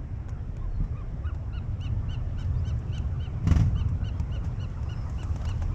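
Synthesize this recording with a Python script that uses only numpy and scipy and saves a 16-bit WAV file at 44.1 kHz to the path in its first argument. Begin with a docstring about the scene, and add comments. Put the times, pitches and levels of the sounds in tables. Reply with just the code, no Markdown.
"""On a wooden pier used as a car park, a gull calls a fast run of short, high notes.
Each note arches up and down in pitch, and rasps when the voice box doubles its period.
A loose plank thumps in a quick four-fold clatter that rattles its fittings and makes the deck boom.
Small ticks, a few thin, far bird whistles and one faint, steady far tone dot the background.
Wind and distant traffic rumble underneath, and a car draws near."""
import sys
import numpy as np
from scipy import signal
from scipy.fft import rfft, irfft
from scipy.io import wavfile

SR = 44100
rng = np.random.default_rng(int(sys.argv[2]) if len(sys.argv) > 2 else 0)


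def waveform_to_disk(signal):
    """Save audio, clipped to [-1, 1], as 16-bit WAV at the path in sys.argv[1]."""
    frames = np.transpose(np.atleast_2d(signal))
    scaled = np.clip(frames, -1, 1) * 32767
    samples = np.round(scaled).astype(np.int16)
    wavfile.write(sys.argv[1], SR, samples)


N = 253134
TIME = np.arange(N) / SR

# Gull notes: t/s of the top, top f/Hz, arch depth/share of the pitch, length/share of the usual,
# rasp start t/s from the top, base tone level/dB and overtone level/dB before the throat shapes them,
# then, added to the overtone level: rasp/dB, third harmonic/dB, higher overtones/dB
GULL_NOTES = [ (0.634, 1066, 0.15, 0.94, 0.0047, -52.5, -68, -12, 0, 4),
              (0.83, 1244, .2, 1.2, 0, -59, -76, -10, 1, 5),
              (0.987, 1237, 0.35, 1.4, 0, -50.5, -56.5, -8, -1, -3),
              (1.275, 1449, 0.38, 1.3, 0, -45, -58, -19.5, -10.5, -7),
              (1.559, 1467, 0.32, 1.06, 0.0065, -50, -52, -24, 1.5, -18),
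              (1.841, 1506, 0.35, 1.23, -0.0017, -59, -48, -3, -1.5, -5),
              (2.121, 1523, 0.3, 1.13, 0.007, -53.5, -46.5, -5, 0, -5.5),
              (2.404, 1538, .33, 1, -.016, -53, -53, 2.5, 3, 2),
              (2.68, 1548, 0.35, 1.12, -0.007, -54, -50.5, -3.5, 3, 2),
              (2.955, 1552, 0.37, 1.12, -.012, -55.5, -46, -5, 1, -4.5),
              (3.233, 1552, 0.33, 1.24, -0.0095, -56.5, -49.5, -5.5, -0.5, -13),
              (3.509, 1507, 0.32, 1.02, -.01, -55.5, -52.5, -3, 1, -3),
              (3.788, 1535, 0.33, 1.14, 0.0018, -55.5, -48.5, -2, -0.5, -5),
              (4.068, 1523, 0.33, 1, -0.0092, -53, -48.5, -10, 3.5, -6),
              (4.344, 1500, .3, 1.02, -.004, -53, -50, -5, -1, -3.5),
              (4.623, 1480, 0.28, 0.95, .01, -54.5, -50, -15, 3.5, -2),
              (4.914, 1477, 0.27, 0.93, 0.0038, -51.5, -50, -23, -3, -2),
              (5.203, 1490, 0.36, 0.86, .01, -54, -51.5, -18, 0, -1),
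              (5.494, 1482, .32, 0.95, 0, -54, -48.5, -2, 4, 0)]
# How well the gull's throat passes each pitch: f/Hz, level/dB
GULL_THROAT = [(1000, -2), (1500, -4.5), (2200, -14), (2620, -1), (2850, -1.5), (3080, -5), (3500, -18.5),
               (3850, -11), (4200, -15.5), (4600, -24), (5400, -11.5), (6100, -13.5), (6900, -21.5),
               (7600, -22), (9000, -42), (12500, -38.5), (15000, -62.5)]
# Blows on the plank, the hard clatter and soft bumps around it: t/s, thud level/dB, rattle level/dB
PLANK_BLOWS = [(0.47, -29, -71), (0.803, -20.5, -69), (0.837, -30, -58), (1.132, -24.5, -69),
               (3.437, -22, -54.5), (3.4690, -15, -36), (3.5093, -13, -35), (3.5570, -16.5, -36.5),
               (3.594, -17, -41), (3.612, -23.5, -58), (3.659, -29, -58), (4.197, -24, -67),
               (4.4413, -24.5, -53.5)]
# Ringing tones of the board and its fittings: f/Hz, relative level/dB, t60/s (time to fade by 60 dB)
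PLANK_TONES = [(84.6, 5, 0.071), (105.7, -6, 0.21), (152.4, -3.5, 0.16), (241, -10.5, 0.16),
               (397, -22.5, 0.025)]
FITTING_TONES = [(701, 0, 0.058), (1155, -5.5, 0.14), (1350, -8, 0.1), (1644, -13, .08), (1803, -3, 0.057),
                 (2010, -9, 0.058), (2900, -12.5, .09), (3320, -18.5, 0.1), (4000, -17.5, .08),
                 (5700, -12, 0.047), (5860, -17, .06), (7050, -16, .04)]
# Ticks: t/s, relative snap level/dB, relative knock level/dB, ringing f/Hz, t60/s
TICK_HITS = [(0.285, -49, -34.5, 6100, 0.017), (0.2920, -43, -39.5, 6200, 0.022),
             (0.303, -55, -52, 6200, .02), (0.567, -44, -36, 6650, 0.016), (1.346, -53, -48, 4000, 0.038),
             (1.810, -42.5, -49, 5800, 0.011), (2.444, -55.5, -46, 4600, 0.067),
             (2.79, -53, -58, 6950, 0.026), (2.981, -34, -40, 6250, 0.012), (3.886, -51, -52, 7500, .04),
             (4.1981, -35.5, -34.5, 5260, 0.017), (4.70, -48.5, -59, 6000, .02),
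             (4.829, -46.5, -41, 5650, .025), (5.096, -49.5, -42.5, 6950, 0.053),
             (5.23, -44.5, -37.5, 7300, 0.054), (5.359, -43.5, -33, 6300, 0.033),
             (5.4148, -49, -36.5, 5500, .04), (5.4513, -38.5, -32, 4840, 0.033),
             (5.488, -43, -34, 7400, 0.041), (5.618, -49, -37.5, 6000, 0.099)]
# Far whistles of small birds and one steady far tone: start t/s, length/s, start f/Hz, end f/Hz, level/dB
FAR_WHISTLES = [(0.37, 0.041, 3280, 3230, -78), (0.587, 0.067, 3450, 3720, -76),
                (0.679, 0.15, 4400, 4180, -77.5), (0.846, .04, 3960, 4060, -77),
                (1.805, 0.88, 1775, 1767, -71), (2.533, 0.032, 3560, 3630, -72),
                (2.56, 0.056, 4200, 5500, -68.5), (4.128, 0.036, 3250, 3240, -66),
                (4.175, 0.04, 3240, 3210, -68), (4.162, 0.05, 5300, 5300, -71),
                (4.843, 0.16, 5030, 5150, -70), (4.951, 0.091, 5340, 5170, -65),
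                (5.37, 0.04, 4270, 5330, -76)]
# Echoes off cars and sheds: delay/s, level/dB
PIER_ECHOES = [(0.019, -15.5), (.05, -18), (.077, -26.5), (0.119, -28.5)]

# The tone colour of each noise, from low to high: f/Hz, relative level/dB
RATTLE_COLOUR = [(400, 4.5), (900, 3), (1400, 0.5), (1600, -5.5), (2100, -1), (3000, -9), (4200, -15.5),
                 (5500, -7.5), (7200, -12.5), (8600, -29.5), (11500, -32), (12600, -26), (15000, -34)]
DECK_COLOUR = [(65, -10.5), (88, -2.5), (106, 1), (150, -13), (220, -15.5)]
SNAP_COLOUR = [(2000, -0.5), (3200, 0.5), (4300, -8.5), (5600, 5), (7500, -1), (8800, -18), (12500, -15),
               (14200, -25)]
KNOCK_COLOUR = [(120, 7.5), (250, -2), (450, -3.5), (780, 7.5), (1300, -3), (1900, -5), (3000, -13.5),
                (4500, -21)]
WIND_COLOUR = [(12, -7.5), (24, -3.5), (40, 5), (55, -13.5), (80, -26.5)]
ENGINE_COLOUR = [(40, -13.5), (62, -1), (85, 0), (112, -3.5), (145, -10.5), (185, -19.5), (250, -24.5),
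                 (330, -38.5), (500, -47.5)]
ROAD_COLOUR = [(220, 10.5), (350, 4), (500, 0.5), (750, -1.5), (1000, -6), (1250, -7.5), (1700, -11.5),
               (2600, -18), (3400, -25), (4500, -30.5)]
CAR_COLOUR = [(250, -11.5), (420, -3.5), (570, -0.5), (800, -6), (1150, 0.5), (1700, -14), (2800, -15.5)]
TYRE_HISS_COLOUR = [(2500, 3), (3400, -6), (4400, -3), (5400, 4.5), (6500, 0.5), (7500, -1), (8700, -18.5),
                    (10500, -17.5), (12700, -15.5), (15000, -28.5)]
STEADY_HISS_COLOUR = [(3500, -8.5), (4400, -6), (5400, 5.5), (6500, -3.5), (7500, -1.5), (8700, -14.5),
                      (14000, -22)]
# Loudness of the far engines and of the nearing car: t/s, level/dB
ENGINE_LEVELS = [(0, -35), (1.55, -33.5), (1.72, -29.5), (2.9, -28.5), (3.3, -31.5), (3.7, -25), (4.0, -28),
                 (4.4, -30.5), (5.74, -30)]
CAR_LEVELS = [(0, -86.5), (2.0, -59.5), (3.3, -56), (4.2, -55.5), (5.74, -54.5)]
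# Swells of the wind and of the tyre hiss: t/s of the top, width/s, added level/dB
WIND_GUSTS = [(0.81, 0.13, 8.1), (1.1, 0.066, 7), (1.95, 0.6, 3.7), (3.6, 0.13, 5.5), (5.7, 0.37, 6.9)]
TYRE_SWELLS = [(2.7, 0.42, 3), (5.3, 0.41, 5.5)]


def gull_register(low_share=.9):
    """One note is low and reedy, and cracks upward around its top: gives pitch factor and reedy part."""
    reedy = (TIME > 1.2) & (TIME < 1.267)
    after_crack = (TIME > 1.304) & (TIME < 1.34)
    return np.where(reedy | after_crack, low_share, 1), reedy


def gull(jitter=.006, flutter_db=1.5, uneven_db=1.7, reedy_db=18, closed_loss_db=5):
    """The voice box sings arches of pitch; doubling its period adds a rasp between the harmonics."""
    bill_opens_s = (1.5, 1.54)  # until then the bill is half closed: a duller, shakier voice
    register, reedy = gull_register()
    shakiness = jitter * np.interp(TIME, bill_opens_s, [2.6, 1])
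    waver = (1 + shakiness * drift(210)) * register
    flutter = flutter_db * drift(170)
    multiples = np.arange(2, 19) / 2  # whole ones are harmonics, the halves are the rasp
    own_levels = [uneven_db * drift(25) * (k > 2) + reedy_db * reedy * (k == 3) for k in multiples]
    out = np.zeros(N)
    for top, pitch, depth, length, rasp_from, base_db, over_db, rasp_db, third_db, high_db in GULL_NOTES:
        closed = np.interp(top, bill_opens_s, [1, 0])
        near = np.abs(TIME - top) < .12
        t = (TIME[near] - top) / length  # time from the top, scaled by the note's length
        arch_width = np.where(t < 0, .046, .0445)
        hz = pitch * (1 - depth * np.tanh((t / arch_width) ** 2)) * waver[near]
        phase = 2 * np.pi * np.cumsum(hz) / SR
        fade_in, fade_out = (t + .0245) / .028, (.030 - t) / .018
        loudness = np.sin(np.pi / 2 * np.clip(np.minimum(fade_in, fade_out) + .5, 0, 1)) ** 2
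        pressure = np.exp(-((t - .003) / .029) ** 2)
        rasp = np.clip((t - rasp_from) / .0045, 0, 1) * np.exp(-(t / .03) ** 2)  # jumps in, dies away
        for k, own_db in zip(multiples, own_levels):
            voice_db = base_db if k == 1 else over_db + third_db * (k == 3) + high_db * (k > 3)
            bill_loss_db = closed * closed_loss_db * max(k - 2, 0)
            db = voice_db - bill_loss_db + at_hz(GULL_THROAT, k * hz) + flutter[near] + own_db[near]
            tone = np.sqrt(2) * from_db(db) * loudness * np.sin(k * phase)
            if k % 1:
                tone *= from_db(rasp_db) * rasp
            elif k > 3:
                tone *= pressure  # high overtones need the full breath of mid-note
            out[near] += tone
    return out


def plank(edge_hz=274, full_blow_db=-18.5, octaves_per_db=.1, tail_db=-19):
    """Each blow sets the board's low tones ringing and shakes its fittings into a short rattle."""
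    thud, shake = np.zeros(N), np.zeros(N)
    for start, thud_db, rattle_db in PLANK_BLOWS:
        ringing = np.zeros(N)
        for hz, tone_db, t60 in PLANK_TONES:
            tone = np.cos(2 * np.pi * hz * (TIME - start))
            ringing += from_db(thud_db + tone_db) * burst(start, t60, rise=.0017) * tone
        # A lighter blow is a softer contact, so it sounds duller.
        top_hz = np.clip(edge_hz * 2 ** (octaves_per_db * (thud_db - full_blow_db)), 150, 1000)
        thud += signal.sosfilt(signal.butter(2, top_hz, fs=SR, output="sos"), ringing + 1e-18)
        jolt = burst(start + .0013, t60=.098, rise=.0025)
        tail = from_db(tail_db) * burst(start, t60=.51, rise=.0025)
        shake += from_db(rattle_db) * (jolt + tail)
    return thud + shake * noise(RATTLE_COLOUR) * from_db(-.5 * drift(300))


def fittings(ring_db=-3, uneven_db=3.5):
    """The blows ring the plank's bolts and fittings, each tone with a new strength every time."""
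    out = np.zeros(N)
    chance_db = uneven_db * rng.standard_normal((len(PLANK_BLOWS), len(FITTING_TONES)))
    starts, _, rattle_db = np.transpose(PLANK_BLOWS)
    hit_samples = ((starts + .002) * SR).astype(int)
    for k, (hz, tone_db, t60) in enumerate(FITTING_TONES):
        clicks = np.zeros(N)
        clicks[hit_samples] = from_db(rattle_db + ring_db + tone_db + chance_db[:, k])
        decay, turn = from_db(-60 / (t60 * SR)), 2 * np.pi * hz / SR
        feedback = [1, -2 * decay * np.cos(turn), decay ** 2]  # turns a click into a fading tone
        out += (-1) ** k * signal.lfilter([0, np.sin(turn)], feedback, clicks + 1e-18)
    return out


def deck(boom_db=-16, t60=.76, rise=.0054):
    """The blows spread into the whole wooden deck, which booms on briefly."""
    boom = sum(from_db(db + boom_db) * burst(start, t60, rise) for start, db, _ in PLANK_BLOWS)
    return boom * noise(DECK_COLOUR)


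def ticks(snap_gain_db=-5.5, knock_gain_db=-2, ring_db=-1.5, ring_width_hz=1200):
    """Light contacts nearby, each a bright, ringing snap over a duller knock, and one longer scuff."""
    snap, knock = noise(SNAP_COLOUR), noise(KNOCK_COLOUR)
    scuff = (from_db(-58) * snap + from_db(-51) * knock) * burst(4.4423, t60=.17, rise=.001)
    out, white = np.zeros(N), rng.standard_normal(N)
    for start, snap_db, knock_db, ring_hz, t60 in TICK_HITS:
        edges_hz = [ring_hz - ring_width_hz / 2, ring_hz + ring_width_hz / 2]
        band = signal.butter(2, edges_hz, "band", fs=SR, output="sos")
        ring = from_db(ring_db) * rms_one(signal.sosfilt(band, white))
        bright = from_db(snap_db + snap_gain_db) * (snap + ring)
        dull = from_db(knock_db + knock_gain_db) * knock
        out += burst(start, t60, rise=.001) * (bright + dull)
    return scuff + out


def far_whistles(jitter=.006, flicker_db=2.5):
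    """Thin, wavering whistles of small birds and one faint, steady tone break up on the way from afar."""
    out, waver = np.zeros(N), 1 + jitter * drift(40)
    for start, length, from_hz, to_hz, level_db in FAR_WHISTLES:
        along = np.clip((TIME - start) / length, 0, 1)
        hz = (from_hz + (to_hz - from_hz) * along) * waver
        loudness = from_db(level_db) * np.sqrt(2 * np.abs(np.sin(np.pi * along)))
        out += loudness * np.sin(2 * np.pi * np.cumsum(hz) / SR)
    return out * from_db(flicker_db * drift(40))


def with_echoes(sound, scatter_db=-20, dull_hz=4000):
    """Cars and sheds throw back a few dull echoes and a thin, scattered tail."""
    tail = rng.standard_normal(N) * burst(0, t60=.34, rise=.0092)
    response = from_db(scatter_db) * rms_one(tail) / np.sqrt(N)
    for delay, echo_db in PIER_ECHOES:
        response[round(delay * SR)] += from_db(echo_db)
    echoes = signal.fftconvolve(sound, response)[:N]
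    return sound + signal.sosfilt(signal.butter(1, dull_hz, fs=SR, output="sos"), echoes)


def wind(between_gusts_db=-39.5):
    """Wind buffets the microphone with a deep rumble that swells in gusts."""
    return from_db(between_gusts_db + swells(WIND_GUSTS) + .2 * drift(15)) * noise(WIND_COLOUR)


def traffic(road_start_db=-51, rise_db_per_s=.32):
    """Far engines rumble, and the roar of tyres on the road grows as a car draws near."""
    engines = level_curve(ENGINE_LEVELS) * noise(ENGINE_COLOUR)
    road_db = road_start_db + rise_db_per_s * TIME + .04 * drift(9.8)
    road = from_db(road_db) * patchy(noise(ROAD_COLOUR), depth_db=2, rate_hz=6.7)
    car = level_curve(CAR_LEVELS) * patchy(noise(CAR_COLOUR), depth_db=5.5, rate_hz=10)
    return engines + road + car


def tyre_hiss(start_db=-79.5, rise_db_per_s=1.72, crackles_per_s=14, crackle_fade_s=.0028):
    """The faint, crackling hiss of tyres grows as the car nears, and swells twice."""
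    pops = (rng.random(N) < crackles_per_s / SR) * np.minimum(rng.exponential(1, N), 2)
    crackle = .49 * signal.lfilter([1], [1, -np.exp(-1 / (crackle_fade_s * SR))], pops + 1e-18)
    level_db = start_db + rise_db_per_s * TIME + swells(TYRE_SWELLS)
    return from_db(level_db) * (1 + crackle) * noise(TYRE_HISS_COLOUR)


def steady_hiss(level_db=-79):
    """The microphone's own faint, even hiss."""
    return from_db(level_db) * noise(STEADY_HISS_COLOUR)


def patchy(sound, depth_db, rate_hz, bands=22):
    """Distant noise arrives unevenly: each band of pitches swells and fades on its own."""
    spectrum, out = rfft(sound), np.zeros(N)
    hz = np.arange(1, len(spectrum) + 1) * SR / N
    place = np.interp(np.log(hz), np.log([250, 3000]), [0, bands - 1])
    for k in range(bands):
        band = irfft(spectrum * np.maximum(1 - np.abs(place - k), 0), N)
        out += band * from_db(depth_db * drift(rate_hz))
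    return rms_one(out)


def noise(colour):
    """Noise of strength 1 with this tone colour, falling steeply beyond the table's ends."""
    hz = np.arange(1, N // 2 + 2) * SR / N
    ends = 1 / (1 + (colour[0][0] / hz) ** 8) / (1 + (hz / colour[-1][0]) ** 8)
    shape = from_db(at_hz(colour, hz)) * np.sqrt(ends)
    return rms_one(irfft(rfft(rng.standard_normal(N)) * shape, N))


def drift(rate_hz):
    """A random wobble of strength 1, mostly slower than rate_hz."""
    hz = np.arange(N // 2 + 1) * SR / N
    return rms_one(irfft(rfft(rng.standard_normal(N)) / (1 + (hz / rate_hz) ** 2), N))


def burst(start, t60, rise):
    """The loudness of a hit: a quick rise, then a fade (all times in seconds)."""
    age = np.clip(TIME - start, 0, 2 * t60)
    return (1 - np.exp(-age / rise)) * np.exp(-np.log(1000) * age / t60)


def swells(rows):
    """Bell-shaped rises of a level, in dB."""
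    return sum(db * np.exp(-((TIME - top) / width) ** 2) for top, width, db in rows)


def level_curve(rows):
    """Join levels in dB by straight lines and give the gain at each moment."""
    return from_db(np.interp(TIME, *np.transpose(rows)))


def at_hz(rows, hz):
    """Look up a table's level in dB at any pitch, on a scale of octaves."""
    table_hz, table_db = np.transpose(rows)
    return np.interp(np.log(np.maximum(hz, 1)), np.log(table_hz), table_db)


def from_db(db):
    """Turn decibels into a factor to multiply by."""
    return 10 ** (np.asarray(db) / 20)


def rms_one(x):
    """Scale a signal to an average strength (rms) of 1."""
    return x / np.sqrt(np.mean(x ** 2) + 1e-20)


def scene():
    """The gull and the far whistles in the open air over the sounds of the pier, in one channel."""
    open_air = with_echoes(gull() + far_whistles())
    pier = plank() + fittings() + deck() + ticks()
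    background = wind() + traffic() + tyre_hiss() + steady_hiss()
    return (open_air + pier + background)[None]


def record(dry):
    """Cut the treble steeply above 15000 Hz."""
    run_in = np.pad(dry, ((0, 0), (SR, 0)), mode="reflect", reflect_type="odd")  # lets the filter settle
    treble_cut = signal.ellip(10, .1, 80, 15000, fs=SR, output="sos")
    return signal.sosfilt(treble_cut, run_in)[:, SR:]


dry = scene()
out = record(dry)
waveform_to_disk(out)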